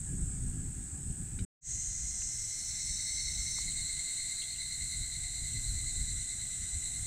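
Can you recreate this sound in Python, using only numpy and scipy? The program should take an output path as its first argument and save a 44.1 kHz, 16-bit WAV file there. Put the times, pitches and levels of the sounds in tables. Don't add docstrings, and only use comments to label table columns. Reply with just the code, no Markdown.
import sys
import numpy as np
from scipy import signal
from scipy.fft import rfft, irfft, next_fast_len
from scipy.io import wavfile
from scipy.ndimage import uniform_filter1d, map_coordinates

SR = 44100
rng = np.random.default_rng(int(sys.argv[2]) if len(sys.argv) > 2 else 0)


def magnitude_from_level(level_db):
    exponent = np.asarray(level_db, float) / 20
    return 10 ** exponent


def generate_wav(sig):
    pcm = np.round(np.clip(np.atleast_2d(sig).T, -1, 1) * 32767).astype(np.int16)
    wavfile.write(sys.argv[1], SR, pcm)


N = 311346
CUT_S = 1.5
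TOP_HZ = 15750


def unit(x):
    return x / np.sqrt(np.mean(x ** 2) + 1e-20)


def ramp(span_s):
    return np.interp(np.arange(N) / SR, span_s, [0, 1])


def curves(rows):
    time_s, *columns = np.transpose(rows)
    return [np.interp(np.arange(N) / SR, time_s, column) for column in columns]


def wobble(rate_hz):
    coarse = np.arange(0, N + 32, 32)
    knots = rng.standard_normal(int(N * rate_hz / SR) + 4)
    return np.interp(np.arange(N), coarse, map_coordinates(knots, [coarse * rate_hz / SR]))


def filtered(x, response):
    size = next_fast_len(N + SR // 10, True)
    hz = np.fft.rfftfreq(size, 1 / SR)
    spectrum = rfft(x, size) * response(hz) * (hz < TOP_HZ)
    return unit(irfft(spectrum, size)[:N])


def coloured(x, spectrum):
    point_hz, db = np.transpose(spectrum)
    return filtered(x, lambda hz: magnitude_from_level(np.interp(np.log(hz + 1), np.log(point_hz + 1), db)))


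def resonant(x, modes):
    def response(hz):
        total = 0
        for mode_hz, width_hz, db in modes:
            band = 1j * hz * width_hz
            total = total + magnitude_from_level(db) * (band / (mode_hz * mode_hz - hz * hz + band)) ** 2
        return total
    return filtered(x, response)


def rush(patchy_db):
    cells = signal.stft(rng.standard_normal(N), nperseg=512)[2]
    patches = uniform_filter1d(rng.standard_normal(cells.shape), 6, 0)
    patches = uniform_filter1d(patches, 14, 1)
    return unit(signal.istft(cells * magnitude_from_level(patchy_db * unit(patches)), nperseg=512)[1][:N])


def clicks(rate_hz, jitter, scatter_db):
    count = np.cumsum(rate_hz / SR) + jitter * wobble(300)
    whole = np.floor(np.maximum.accumulate(count))
    return unit((np.diff(whole, prepend=0) > 0) * magnitude_from_level(scatter_db * rng.standard_normal(N)))


def crowd(singers, blur_db):
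    near = 0
    for rate_hz, db in singers:
        train = clicks(rate_hz * (1 + .002 * wobble(8)), .003, 1.5)
        near = near + magnitude_from_level(db + 1.8 * wobble(3.5)) * train
    return unit(near) + magnitude_from_level(blur_db) * rush(patchy_db=1.3)


def chorus(at_bank):
    # time_s, shrill_db
    shrill = [(0, -45), (.7, -46), (1.05, -47.5), (1.44, -46), (1.75, -44), (2.6, -41.5), (3.8, -41),
              (5, -42), (7.06, -41)]
    # rate_hz, level_db
    shed_singers = [(431.2, 0), (405, -9), (268, -9)]
    bank_singers = [(501.4, 0), (410, -3), (288, -5), (184, -6), (813, -6)]
    # freq_hz, density_db_per_hz
    shed_body = [(3290, -55), (5600, -28.5), (6160, -26.5), (6220, -19), (6570, -15), (6680, -13.5),
                 (7740, -3.5), (7990, 1), (8440, -3.5), (8900, -9.5), (9060, -15), (9500, -21.5),
                 (10500, -33.5), (13600, -63.5), (22000, -120)]
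    bank_body = [(2940, -66), (5000, -30), (5450, -20.5), (5910, -10.5), (6550, -11), (6760, -5.5),
                 (7820, 3.5), (8340, 1), (8850, -7.5), (9220, -18.5), (10500, -33), (13600, -75),
                 (22000, -120)]
    fizz_body = [(6000, -36), (9000, 2.5), (10000, -2.5), (11000, -6), (12300, -5.5), (13200, -14.5),
                 (14200, -20.5), (15700, -21)]
    fizz_shed_db, fizz_start_db, fizz_full_db = -66.5, -73, -59.5
    join_s, sway_db, tremble_hz = (2, 2.45), .6, 66.8

    shrill_db, = curves(shrill)
    fizz_bank_db = fizz_start_db + (fizz_full_db - fizz_start_db) * ramp(join_s)
    fizz_db = np.where(at_bank, fizz_bank_db, fizz_shed_db)
    tremble = 1 + 0.15 * np.sin(2 * np.pi * tremble_hz * np.arange(N) / SR)
    shed = coloured(tremble * crowd(shed_singers, blur_db=8.0), shed_body)
    bank = crowd(bank_singers, blur_db=1.5)
    fizz = magnitude_from_level(fizz_db + 0.85 * wobble(8.3)) * coloured(bank, fizz_body)
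    wall = np.where(at_bank, coloured(bank, bank_body), shed)
    return magnitude_from_level(shrill_db + 2.0 + sway_db * wobble(4.14)) * wall + fizz


def evening_singer():
    # time_s, effort_db, high_over_low_db
    effort = [(1.75, -23, 6), (2.2, -19, 11), (2.5, -13.5, 9), (2.8, -2.5, 7), (3.2, 0, 6.5), (3.8, 0, 4),
              (4.6, -1, 6.5), (5.4, -3, -4), (6.1, -4, -4), (6.5, -7.5, -6), (7.06, -7, -3)]
    # time_s, pitch_hz
    pitch = [(1.7, 4150), (2.3, 4190), (2.6, 4280), (3.1, 4320), (4, 4280), (5, 4240), (5.9, 4250),
             (6.3, 4170), (7.06, 4180)]
    # multiple, level_db
    overtones = [(.5, -10), (1, -2), (1.5, -11.5), (2, -9.5)]
    # freq_hz, density_db_per_hz
    rasp_body = [(3000, -43), (3450, -25), (3750, -3), (3950, -4.5), (4040, 5), (4130, 1), (4240, 3.5),
                 (4340, -3.5), (4450, -15), (4800, -15), (5600, -41)]
    half_body = [(1600, -57), (1880, -8), (1980, -2), (2080, 7.5), (2190, -2.5), (2280, -16), (2600, -31)]
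    first_throb_s, throbs_hz, extra_throbs, slowing_s = 1.79, 9.24, 3.3, 1.4
    low_hz, mid_hz, low_follows = 4030, 4240, .2
    tone_db, tone_grows, throb_scatter_db = -45.5, 0.91, -0.5
    throb_depth, calm_per_db = .75, 0.9
    arch_hz, rasp_arch_hz, lag_turns = 50, 55, .15
    rasp_db, half_db, half_grows = -45.5, -54.5, 0.57

    since_s = np.arange(N) / SR - first_throb_s
    turn = throbs_hz * since_s + extra_throbs * (1 - np.exp(-since_s / slowing_s))
    turn = np.maximum(turn, -1)

    def swell(lag):
        return (.5 + .5 * np.cos(2 * np.pi * (turn - lag))) ** 1.66

    throb = swell(0)
    effort_db, lead_db = curves(effort)
    high_hz, = curves(pitch)
    depth = np.clip(throb_depth + calm_per_db * np.minimum(effort_db + 8, 0), 0, 1)
    low_track_hz = low_hz + low_follows * (high_hz - mid_hz)
    tones = 0
    for hz, side, waver_hz in ((low_track_hz, -.5, 8), (high_hz, .5, 20)):
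        bend_hz = (side > 0) * arch_hz * (throb - .5)
        phase = 2 * np.pi * np.cumsum(hz + bend_hz + waver_hz * wobble(60)) / SR
        each = np.interp(turn, np.arange(60), rng.standard_normal(60))
        db = tone_db + tone_grows * effort_db + side * lead_db + throb_scatter_db * each
        voice = sum(magnitude_from_level(overtone_db) * np.sin(k * phase) for k, overtone_db in overtones)
        tones = tones + magnitude_from_level(db) * (1 - depth + depth * swell(side * lag_turns)) * voice

    scratch = rush(patchy_db=1.17)
    place = np.cumsum(((high_hz + rasp_arch_hz * (throb - .4)) / 4260) ** .7)
    whole = map_coordinates(coloured(scratch, rasp_body), [place], mode="wrap")
    half = map_coordinates(coloured(scratch, half_body), [place], mode="wrap")
    rasp = magnitude_from_level(rasp_db + effort_db) * unit(1.8 + throb) * whole
    rasp += magnitude_from_level(half_db + half_grows * effort_db) * unit(1.4 + throb) * half

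    echo_s = np.arange(SR // 2) / SR
    echo = rng.standard_normal(SR // 2) * magnitude_from_level(-60 * echo_s / .25)
    smear = signal.fftconvolve(tones, echo / np.linalg.norm(echo))[:N]
    return tones + rasp + magnitude_from_level(-5) * smear


def buzzer():
    # time_s, clicks_hz
    glide = [(1.6, 570), (1.8, 578), (2.05, 590), (2.3, 600), (2.7, 609), (3.2, 617), (3.56, 618),
             (3.64, 596), (3.67, 590)]
    # freq_hz, width_hz, level_db
    tight_body = [(6330, 380, -2), (6650, 500, 0), (6745, 60, -3), (7200, 700, -6)]
    slack_body = [(4950, 120, -20), (5490, 280, -4), (6070, 380, 0)]
    tight_db, slack_db, tight_holds, slack_grows = -39, -42.5, 1.55, 1.0
    sputter_s, sputter_jitter, stop_s = (3.58, 3.64), 0.25, (3.61, 3.71)

    rate_hz, = curves(glide)
    slack = (rate_hz - rate_hz.min()) / np.ptp(rate_hz)
    beat = clicks(rate_hz * (1 + .005 * wobble(120)), sputter_jitter * ramp(sputter_s), 3.5)
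    scrape = rng.standard_normal(N)
    tight_gain = magnitude_from_level(tight_db) * np.cos(np.pi / 2 * slack ** tight_holds)
    tight = tight_gain * resonant(beat + 1.6 * scrape, tight_body)
    loose = magnitude_from_level(slack_db) * slack ** slack_grows * resonant(beat + 0.85 * scrape, slack_body)
    return magnitude_from_level(0.56 * wobble(27.98)) * (1 - ramp(stop_s)) * (tight + loose)


def ticks():
    # start_s, peak_db, pitch_hz, t60_s
    taps = [(1.389, -47, 2280, 0.06), (1.389, -54, 1510, .07), (1.390, -50, 3850, 0.08),
            (1.390, -53, 4800, .06), (1.392, -54, 3100, 0.08), (1.391, -55, 5700, 0.04),
            (2.221, -44, 1700, .007), (2.221, -43, 2700, 0.0073), (3.586, -37, 1050, 0.0052),
            (3.718, -53, 3100, .04), (3.97, -54, 2900, .04), (4.419, -45, 3250, .07),
            (4.420, -51, 2770, .11), (4.438, -48, 3450, 0.08), (4.549, -53, 3200, 0.06),
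            (4.56, -53, 2780, 0.11), (5.84, -59, 1250, .05)]
    out = np.zeros(N + SR)
    t = np.arange(SR // 10) / SR
    draws = rng.standard_normal((len(taps), 2, 6, 1))
    for (start_s, db, hz, t60_s), (spread, start) in zip(taps, draws):
        ring = np.sin(2 * np.pi * hz * (1 + 0.03 * spread) * t + .8 * start).sum(axis=0)
        onset = 1 - np.exp(-t / 0.00032)
        out[round(start_s * SR):][:len(t)] += magnitude_from_level(db - 8.0 - 60 * t / t60_s) * ring * onset
    return out[:N]


def wind():
    # time_s, strength_db
    strength = [(0, -44.5), (.15, -42.5), (.55, -40.5), (.75, -45), (1.0, -49), (1.3, -44.5), (1.75, -44.5),
                (2.3, -49), (2.7, -54), (3.4, -46.5), (3.85, -46), (4.2, -70), (4.5, -60), (4.8, -48),
                (5.3, -46), (5.8, -37), (6.5, -52.5), (7.06, -44)]
    # time_s, buffet_lift_db
    gusts = [(.13, 11), (0.499, 1.5), (1.1, 7), (1.43, 9.5), (2.03, 7.5), (2.9, 6), (3.23, 7), (3.39, 8),
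             (4.83, 4.5), (5.0, 6), (5.43, 6.5), (5.76, 5), (6.76, 14)]
    # freq_hz, density_db_per_hz
    buffet_body = [(8.8, -36), (15, -4), (44, 2), (102, -8.5), (130, -9.5), (170, -36.5), (290, -120)]
    flutter_body = [(41, -23), (70, 0.5), (178, -5), (265, -14.5), (423, -27.5), (471, -33.5), (600, -43),
                    (780, -67), (1320, -120)]
    gust_s = 0.034
    flutter_at_db, flutter_shed_db, flutter_bank_db = -46.5, -44.5, -56
    flutter_grows, flutter_gusts = 0.75, .6

    strength_db, = curves(strength)
    t = np.arange(N) / SR
    gust_db = sum(db * np.exp(-((t - s) / gust_s) ** 2) for s, db in gusts)
    flutter_db = np.where(t > CUT_S, flutter_bank_db, flutter_shed_db)
    flutter_db = flutter_db + flutter_grows * (strength_db - flutter_at_db)
    lumps = magnitude_from_level(2.4 * wobble(18))
    flutter = unit(lumps * coloured(rng.standard_normal(N), flutter_body))
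    buffet = unit(lumps * coloured(rng.standard_normal(N), buffet_body))
    return magnitude_from_level(strength_db + gust_db) * buffet + magnitude_from_level(flutter_db + flutter_gusts * gust_db) * flutter


def air(at_bank):
    # time_s, level_db
    water = [(1.75, -55), (3.8, -52.5), (5.2, -54.5), (7.06, -52.5)]
    # freq_hz, density_db_per_hz
    stream_body = [(30, 21.5), (115, 19), (170, 13), (350, 2), (560, -7.5), (700, -1.5), (1050, -8.5),
                   (1500, 1.5), (1900, 3), (2600, 0), (3500, 0.5), (5200, 0), (9000, -0.5), (15700, -35)]
    shed_air = [(250, -19.5), (450, -15.5), (600, -4.5), (850, 1), (1050, -6.5), (1500, 2), (2200, -2),
                (3000, -5.5), (4200, -6.5), (6000, -3.5), (10000, -6), (12000, -16), (15700, -18)]
    # freq_hz, width_hz, shed_db, bank_db
    hums = [(113.6, 31, -65.5, -64.5), (735, 26, -80, -78), (1666, 36, -74, -78.5)]
    hiss = rush(patchy_db=1.5)
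    stream = magnitude_from_level(curves(water)[0]) * coloured(hiss, stream_body)
    floor = np.where(at_bank, stream, magnitude_from_level(-62.0) * coloured(hiss, shed_air))
    for hz, width_hz, shed_db, bank_db in hums:
        hum = resonant(rng.standard_normal(N), [(hz, width_hz, 0)])
        floor += magnitude_from_level(np.where(at_bank, bank_db, shed_db)) * hum
    return floor


def apart(at_bank):
    # start_s, length_s, level_db
    spells = [(.29, 0.3, -80), (1.244, 0.091, -79), (2.178, .42, -68), (2.97, 0.096, -64),
              (4.353, .81, -71.5), (5.402, 0.44, -72.5)]
    # freq_hz, density_db_per_hz
    treble_body = [(10600, -36.5), (11200, -9.5), (12400, -2.5), (13500, -8.5), (14500, -15.5),
                   (15700, -24)]
    broad_body = [(30, -2.5), (150, 4.5), (500, -12), (1000, -24.5), (2050, -1.5), (3000, -9), (5500, -1.5),
                  (7000, 2), (8000, -6.5), (10000, -6), (11500, -52)]
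    shed_db, bank_db, quiet_db, opens_s = -77, -72, -88, (2.3, 2.65)

    t = np.arange(N) / SR
    treble_db = np.where(at_bank, quiet_db + (bank_db - quiet_db) * ramp(opens_s), shed_db)
    broad = magnitude_from_level(quiet_db) + sum(magnitude_from_level(db) * (t > s) * (t < s + length_s) for s, length_s, db in spells)
    noise = rng.standard_normal(N)
    return magnitude_from_level(treble_db) * coloured(noise, treble_body) + broad * coloured(noise, broad_body)


def scene():
    at_bank = np.arange(N) / SR > CUT_S
    mid = chorus(at_bank) + at_bank * (evening_singer() + buzzer())
    mid = mid + ticks() + wind() + air(at_bank)
    side = apart(at_bank)
    return np.array([mid + side, mid - side])


def band_limit(x):
    return signal.sosfilt(signal.butter(12, 16080, fs=SR, output="sos"), x)


def record(dry):
    fade_out = 1 - ramp((1.4485, 1.4505))
    fade_in = np.sin(np.pi / 2 * ramp((1.607, 1.725))) ** 2.06
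    return band_limit(dry * (fade_out + fade_in))


dry = scene()
out = record(dry)
generate_wav(out)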